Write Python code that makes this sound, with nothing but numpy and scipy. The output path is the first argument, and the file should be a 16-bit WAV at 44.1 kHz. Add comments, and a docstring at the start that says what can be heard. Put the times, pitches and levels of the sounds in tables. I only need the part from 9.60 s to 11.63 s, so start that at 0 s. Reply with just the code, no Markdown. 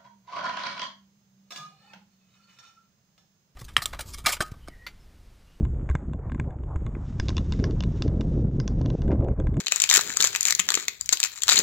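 """A quiet room, a small recorder with two microphones close to a thin foil packet that two hands crinkle open.
Each foil snap is a millisecond burst of random buckles, bright, with short rings of the crease and larger panels.
Random small snaps make the fine crackle; decaying low sines are fingers thumping the packet.
A narrow noisy ring squeaks as the seal peels, and filtered noise gives finger rustle and low rumble.
A few table echoes and a decaying random tail answer the packet."""
import sys
import numpy as np
from scipy import signal
from scipy.io import wavfile
from scipy.ndimage import uniform_filter1d

SR = 44100
rng = np.random.default_rng(int(sys.argv[2]) if len(sys.argv) > 2 else 0)


def master_out(mix):
    """Clip the mix to full scale and print it as 16-bit PCM to the path in sys.argv[1]."""
    frames = np.transpose(np.atleast_2d(mix))
    ceiling = np.clip(frames, -1, 1)
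    pcm = np.round(ceiling * 32767).astype(np.int16)
    wavfile.write(sys.argv[1], SR, pcm)


N = 89390  # length [samples]


def amp(db):
    """Decibels to amplitude."""
    return 10 ** (np.asarray(db) / 20)


def unit(x):
    """Energy one along the last axis."""
    return x / np.sqrt(np.sum(x ** 2, -1, keepdims=True) + 1e-20)


def unit_rms(x):
    """RMS one over the whole length."""
    return unit(x) * np.sqrt(N)


def read(points, hz):
    """Read a (frequency, value) table along a logarithmic frequency axis."""
    f, value = np.transpose(points)
    return np.interp(np.log(hz + 1), np.log(f + 1), value)


def curve(points, axis=1):
    """Draw one column of a timed table as straight lines over the whole length."""
    rows = np.transpose(points)
    return np.interp(np.arange(N) / SR, rows[0], rows[axis])


def add(mix, s, sound):
    """Lay a sound into the mix from time s [s], cut at the end."""
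    part = mix[..., round(s * SR):][..., :sound.shape[-1]]
    part += sound[..., :part.shape[-1]]


def above(x, hz, order=3):
    """Keep what lies above a frequency."""
    return signal.sosfilt(signal.butter(order, hz, "high", fs=SR, output="sos"), x)


def band(x, edges_hz, order):
    """Keep what lies between two frequencies."""
    return signal.sosfilt(signal.butter(order, edges_hz, "band", fs=SR, output="sos"), x)


def decaying_sine(t, hz, width_hz):
    """Ring of a resonance: the wider its band, the sooner it dies."""
    return np.exp(-np.pi * width_hz * t) * np.sin(2 * np.pi * hz * t)


# how long the room rings in each band: (frequency [Hz], time to fall 60 dB [s])
ROOM_DECAY = [(200, 0.49), (1000, 0.25), (4000, 0.33), (8000, 0.094), (15000, 0.52)]
# first echoes, off the table: (delay [s], level [dB])
TABLE_ECHOES = [(.0016, -20.5), (.0042, -16.5), (.012, -27)]
TAIL_DB, TAIL_GAP_S = -9.5, .004  # energy of the tail, silence before it
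TAP_SPACING = 20  # samples


def room(x):
    """A few table echoes, then sparse random taps dying band by band."""
    start = np.arange(round(TAIL_GAP_S * SR), 26000, TAP_SPACING)
    shape = (2, len(start))
    # one tap of random sign, randomly placed in each short slot
    places = start + rng.integers(0, TAP_SPACING, shape)
    taps = np.zeros((2, 26100))
    np.put_along_axis(taps, places, rng.choice([-1., 1.], shape), 1)
    hz, t, bands = signal.stft(taps, SR, nperseg=128)
    decay = amp(-60 * t / read(ROOM_DECAY, hz)[:, None])
    tail = amp(TAIL_DB) * unit(signal.istft(bands * decay, SR, nperseg=128)[1])
    for s, db in TABLE_ECHOES:
        add(tail, s, amp(db) * np.ones((2, 1)))
    return signal.fftconvolve(x, tail, axes=1)[:, :N]


# hands shaking the table and brushing the packet, levels before the microphone colour:
# (time [s], rumble level [dB], finger rustle level [dB])
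HAND_NOISE = [(0, -69, -45), (.2, -61, -59), (.37, -62.5, -39), (.51, -59, -42), (.57, -60, -49.5),
              (.66, -49, -45.5), (.78, -61, -55.5), (.92, -51.5, -50.5), (1.15, -63, -48), (1.35, -66, -61),
              (1.46, -54, -79), (1.6, -65.5, -62), (1.8, -62, -64.5), (1.95, -51.5, -37)]


def air():
    """Low noise rumble, partly shared by both microphones."""
    noise = rng.standard_normal((3, N))
    low = band(noise[0] + 1.2 * noise[1:], [45, 130], 2)
    return unit_rms(low) * amp(curve(HAND_NOISE))


RUSTLE_HZ, HOLLOW_HZ = (135, 690), 403  # band of the rustle, hollow note
HOLLOW_DB, LUMP_DB = 8.5, 5.5  # gain of the hollow note, RMS swing of the slow lumps


def rustle():
    """Lumpy low noise of fingers on the packet, with one hollow resonance."""
    noise, lumps = rng.standard_normal((2, N))
    low = band(noise, RUSTLE_HZ, 3)
    low = low + amp(HOLLOW_DB) * signal.lfilter(*signal.iirpeak(HOLLOW_HZ, 14, SR), low)
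    for _ in range(2):
        lumps = uniform_filter1d(lumps, size=400)
    lumpy = low * amp(LUMP_DB * unit_rms(lumps))
    return unit_rms(lumpy) * amp(curve(HAND_NOISE, axis=2))


# fingers bumping the packet: (time [s], envelope peak before room and microphones [dB], pitch [Hz])
FINGER_THUMPS = [(0.1219, -20.5, 626), (0.376, -19.5, 397), (0.497, -39, 216), (0.644, -21, 583),
                 (0.996, -31, 190), (1.173, -22, 386), (1.281, -28.5, 644), (1.526, -25.5, 420),
                 (1.975, -28, 317), (2.019, -25, 272)]
THUMP_TURNS = 1.6  # cycles until three times the envelope's peak time


def thumps():
    """Soft low knocks: sines of a few cycles that swell quickly and die."""
    out, t = np.zeros(N), np.arange(2000) / SR
    for s, db, hz in FINGER_THUMPS:
        u = t * hz / THUMP_TURNS * 3
        envelope = u * np.exp(1 - u)
        add(out, s, amp(db) * envelope * np.sin(2 * np.pi * hz * t))
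    return out


# the seal squeaking as it peels: (time [s], length of the slipping [s], level [dB])
SEAL_SQUEAKS = [(1.888, 0.016, -23.5), (1.927, 0.0063, -20.5), (1.965, 0.015, -18)]
SEAM_HZ, SEAM_WIDTH_HZ = 4140, 460


def seam():
    """Short rough squeaks: random slips exciting one narrow ring."""
    out, t = np.zeros(N), np.arange(600) / SR
    ring = unit(decaying_sine(t, SEAM_HZ, SEAM_WIDTH_HZ))
    for s, length, db in SEAL_SQUEAKS:
        n = round(length * SR)
        slips = rng.standard_normal(n) * np.hanning(n)
        add(out, s, amp(db) * np.convolve(slips, ring))
    return out


BURST_S, RISE_S = 0.0013, 0.0004  # middle decay time of a burst, its rise
BUCKLE_SPREAD_DB, LEAD = 4.5, 2.0  # spread of buckle sizes, first strong buckle over their RMS
BRIGHT_HZ, RING_FLOOR_HZ = 5000, 850  # high-pass corners of the bright part and of the rings
CREASE_HZ, CREASE_WIDTH_HZ, CREASE_DRIFT = 3714, 1110, 0.13  # drift: spread of log pitch
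PANEL_WIDTH_HZ = 595
PUSH_HZ, PUSH_DB = (133, 704), -20  # low push of air under a snap, re the panel ring
OWN_SHARE, OWN_RING_SHARE = 0.76, 0.15  # energy share each microphone hears on its own: bright part, rings
PAN_SPREAD_DB = 1.5  # largest gain or loss at a microphone


def snap(bright_db, panel_db, panel_hz, crease_db, push_db=PUSH_DB):
    """Foil buckles in a burst, bright and through short rings, partly alike at the two microphones."""
    t = np.arange(400) / SR
    length, pan = rng.random(2)
    drift = rng.standard_normal()
    # one shared stream of buckles and one for each microphone
    buckles = rng.standard_normal((3, 400)) * amp(BUCKLE_SPREAD_DB * rng.standard_normal((3, 400)))
    buckles[:, round(RISE_S * SR)] = LEAD * np.std(buckles) * np.sign(drift)
    buckles = buckles * np.minimum(t / RISE_S, 1) * np.exp(-t / (BURST_S * (.5 + length)))

    def at_microphones(own):
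        return np.sqrt(1 - own) * buckles[0] + np.sqrt(own) * buckles[1:]

    high, low = at_microphones(OWN_SHARE), at_microphones(OWN_RING_SHARE)

    def ringing(hz, width_hz):
        rung = signal.fftconvolve(low, [decaying_sine(t, hz, width_hz)])[:, :400]
        return unit(above(rung, RING_FLOOR_HZ, order=5))

    panel = ringing(panel_hz, PANEL_WIDTH_HZ)
    crease = ringing(CREASE_HZ * np.exp(CREASE_DRIFT * drift), CREASE_WIDTH_HZ)
    push = amp(push_db) * unit(signal.lfilter(*signal.butter(1, PUSH_HZ, "band", fs=SR), low))
    sound = amp(bright_db) * unit(above(high, BRIGHT_HZ))
    sound = sound + amp(panel_db) * (panel + push) + amp(crease_db) * crease
    return sound * amp(PAN_SPREAD_DB * (2 * pan - 1) * np.array([[1], [-1]]))


# fine crackle of the foil being worked: (time [s], level before the three part levels below [dB])
FINE_CRACKLE = [(0, -34), (.03, -49.5), (.1, -59), (.12, -25), (.14, -37.5), (.285, -39), (.31, -21),
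                (.39, -26.5), (.44, -38.5), (.5, -36.5), (.555, -38.5), (.65, -26.5), (.7, -44.5),
                (.75, -34.5), (.79, -46.5), (.9, -26.5), (.94, -73), (1.0, -29), (1.03, -49.5), (1.2, -37),
                (1.35, -55), (1.5, -56), (1.53, -24), (1.56, -52), (1.62, -40.5), (1.65, -30), (1.69, -51),
                (1.77, -45.5), (1.86, -46.5), (1.89, -19.5), (1.945, -27.5), (1.975, -22), (2.03, -46)]
CRACKLE_PER_S, CRACKLE_SPREAD_DB = 850, 5.5  # mean rate of small snaps, scale of their sizes
CRACKLE_BRIGHT_DB, CRACKLE_RING_DB, CRACKLE_CREASE_DB = 2, -3, -8.5
CRACKLE_PUSH_DB = -30  # re the panel ring
CRACKLE_PANEL_HZ = (1280, 2500)  # range of panel pitches


def crackle(count=24):
    """Many small snaps at random, of a few kinds, some much larger than the rest."""
    happens = rng.random(N) < CRACKLE_PER_S / SR
    size = happens * amp(CRACKLE_SPREAD_DB * np.minimum(rng.exponential(1, N), 3))
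    size = unit_rms(size) * amp(curve(FINE_CRACKLE))
    kind = rng.integers(0, count, N)
    out = np.zeros((2, N))
    for k, hz in enumerate(np.geomspace(*CRACKLE_PANEL_HZ, count)):
        grain = snap(CRACKLE_BRIGHT_DB, CRACKLE_RING_DB, hz, CRACKLE_CREASE_DB, CRACKLE_PUSH_DB)
        out += signal.oaconvolve([size * (kind == k)], grain, axes=1)[:, :N]
    return out


# single snaps of the foil, loud and soft, levels as burst energy before room and microphones:
# (time [s], brightness [dB], panel ring [dB], panel pitch [Hz], crease ring [dB])
SINGLE_SNAPS = [(0.0617, -7.5, -23.5, 2130, -20), (0.0677, -2.5, -27, 2500, 0),
                (0.0818, -2.5, -22, 2430, -4.5), (0.1214, 8, -6, 2900, 1), (0.1597, 3.5, -9, 1180, -14),
                (0.2006, 5.5, -26, 2430, -3.5), (0.2188, 10.5, -4.5, 2470, -24), (0.2384, 7, -1.5, 2520, 0),
                (0.2906, 3, -28, 2430, -2.5), (0.299, 11.5, -11, 2370, 4), (0.3118, 8, 3.5, 2300, 5),
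                (0.3385, -1, -0.5, 1960, -21), (0.3397, 14, -6, 1870, -16), (0.3582, 8, -6, 2630, -8),
                (0.3607, 9.5, 5.5, 1750, -4), (0.37, 14, 2, 1890, -15), (0.3766, 8, 3, 1440, -4.5),
                (0.3917, -9, 4, 1210, -4), (0.41, 3, -6, 1710, -27), (0.5011, -13, -6, 1710, -25),
                (0.5703, 7, -4, 1450, -4), (0.6041, 4.5, -5, 1910, 4), (0.6106, 7.0, -3, 1360, -3),
                (0.6245, 7.5, -11, 1290, 0), (0.6416, 8, 1.5, 1500, -3.5), (0.648, 6, -17, 1180, -5),
                (0.6717, 5, -15, 2370, -17), (0.7499, 0.5, 1.5, 2030, -8), (0.76, 5.5, -13, 1970, -2),
                (0.808, 5, -21.5, 2360, -4), (0.8291, 7, -15, 2050, -17), (0.853, 7, -0.5, 2240, -28),
                (0.8694, 5, -8.5, 2350, -34), (0.8838, 5.5, -3, 2320, -31), (0.9071, 9.5, -5, 2250, -7.5),
                (0.9238, 6, 1, 2040, 0), (0.9501, 6, -20, 2430, -12), (0.9939, 6.5, 2, 1460, -12),
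                (0.9991, 5.5, 1, 2300, -1.5), (1.0888, 2, 4, 1610, 0.5), (1.1037, 4, -2, 1460, -1.5),
                (1.1195, 0, -2, 1330, -20), (1.1412, 7, -4.5, 2230, 0), (1.152, 6, -8.5, 2460, -2),
                (1.1735, -13, 0.5, 1280, -12), (1.2818, 5, 0, 2260, -4.5), (1.4101, -1, -22, 1970, -11.5),
                (1.4592, -6, -55, 2650, -21), (1.4912, 6.5, -9, 2230, -4.5), (1.526, 6.5, -5.5, 1130, -29),
                (1.5292, 8, -5.5, 1170, 1), (1.5331, 5.5, -2.5, 1840, -9), (1.5716, -5.5, -25, 2670, -9),
                (1.6017, 6, -6.5, 1900, -32), (1.63, 5.5, 0.5, 2620, -10.5), (1.638, 9.5, -6, 2410, 0),
                (1.648, 1.5, -5, 2280, -13), (1.8202, 1.0, -19, 2410, -7.5),
                (1.8343, 5.5, -10.0, 1800, -4.5), (1.8809, 9.5, 0.5, 1510, -14), (1.8901, 4, 7, 1170, 6),
                (1.8966, 4, -16, 1480, 8), (1.918, -1, 4, 1420, 2), (1.9299, 6.5, -4, 1880, 2),
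                (1.9783, 3.5, -1, 2230, -10), (1.9894, 11.5, -3, 2050, -11.5), (2.0015, -2, -8, 1660, -7)]


def snaps():
    """Creases of the foil buckling, each at its own time."""
    out = np.zeros((2, N))
    for s, *levels in SINGLE_SNAPS:
        add(out, s, snap(*levels))
    return out


def scene():
    """The packet in the hands, the room's answer, and the rumble."""
    packet = rustle() + thumps() + seam() + crackle() + snaps()
    return packet + room(packet) + air()


def colour(x, points):
    """Causal minimum-phase filter with the given gain over frequency."""
    log_gain = np.log(amp(read(points, abs(np.fft.fftfreq(2048, 1 / SR)))))
    phase = -signal.hilbert(log_gain).imag
    taps = np.fft.ifft(np.exp(log_gain + 1j * phase)).real[:1024]
    return signal.oaconvolve(x, taps)[:N]


# colour of the left microphone: (frequency [Hz], gain [dB])
LEFT_COLOUR = [(60, 0), (1000, -6.5), (4000, 7.5), (5200, 3), (6200, 9), (7200, 14.5), (7900, 7),
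               (8700, -11.5), (10500, -15), (13500, -9.5), (16000, -14.5)]
# colour of the right microphone: (frequency [Hz], gain [dB])
RIGHT_COLOUR = [(60, -3.5), (1000, -11), (4000, 0.5), (5000, 1.5), (7200, 0.5), (8000, -8.5), (8800, -9),
                (12000, -10.5), (16000, -16)]
RIGHT_LAG = 4  # samples
CLIP = .95  # of full scale
LOW_EDGE_HZ, HIGH_EDGE_HZ = 29, 16200


def record(dry):
    """Each microphone has its own colour, the right one is farther; high peaks clip; then the band limits."""
    right = np.concatenate([np.zeros(RIGHT_LAG), dry[1]])[:N]
    heard = np.array([colour(dry[0], LEFT_COLOUR), colour(right, RIGHT_COLOUR)])
    heard = above(np.clip(heard, -CLIP, CLIP), LOW_EDGE_HZ)
    low_pass = signal.firwin(255, HIGH_EDGE_HZ, window=("kaiser", 9), fs=SR)
    return signal.oaconvolve(heard, low_pass[None], "same")


dry = scene()
out = record(dry)
master_out(out)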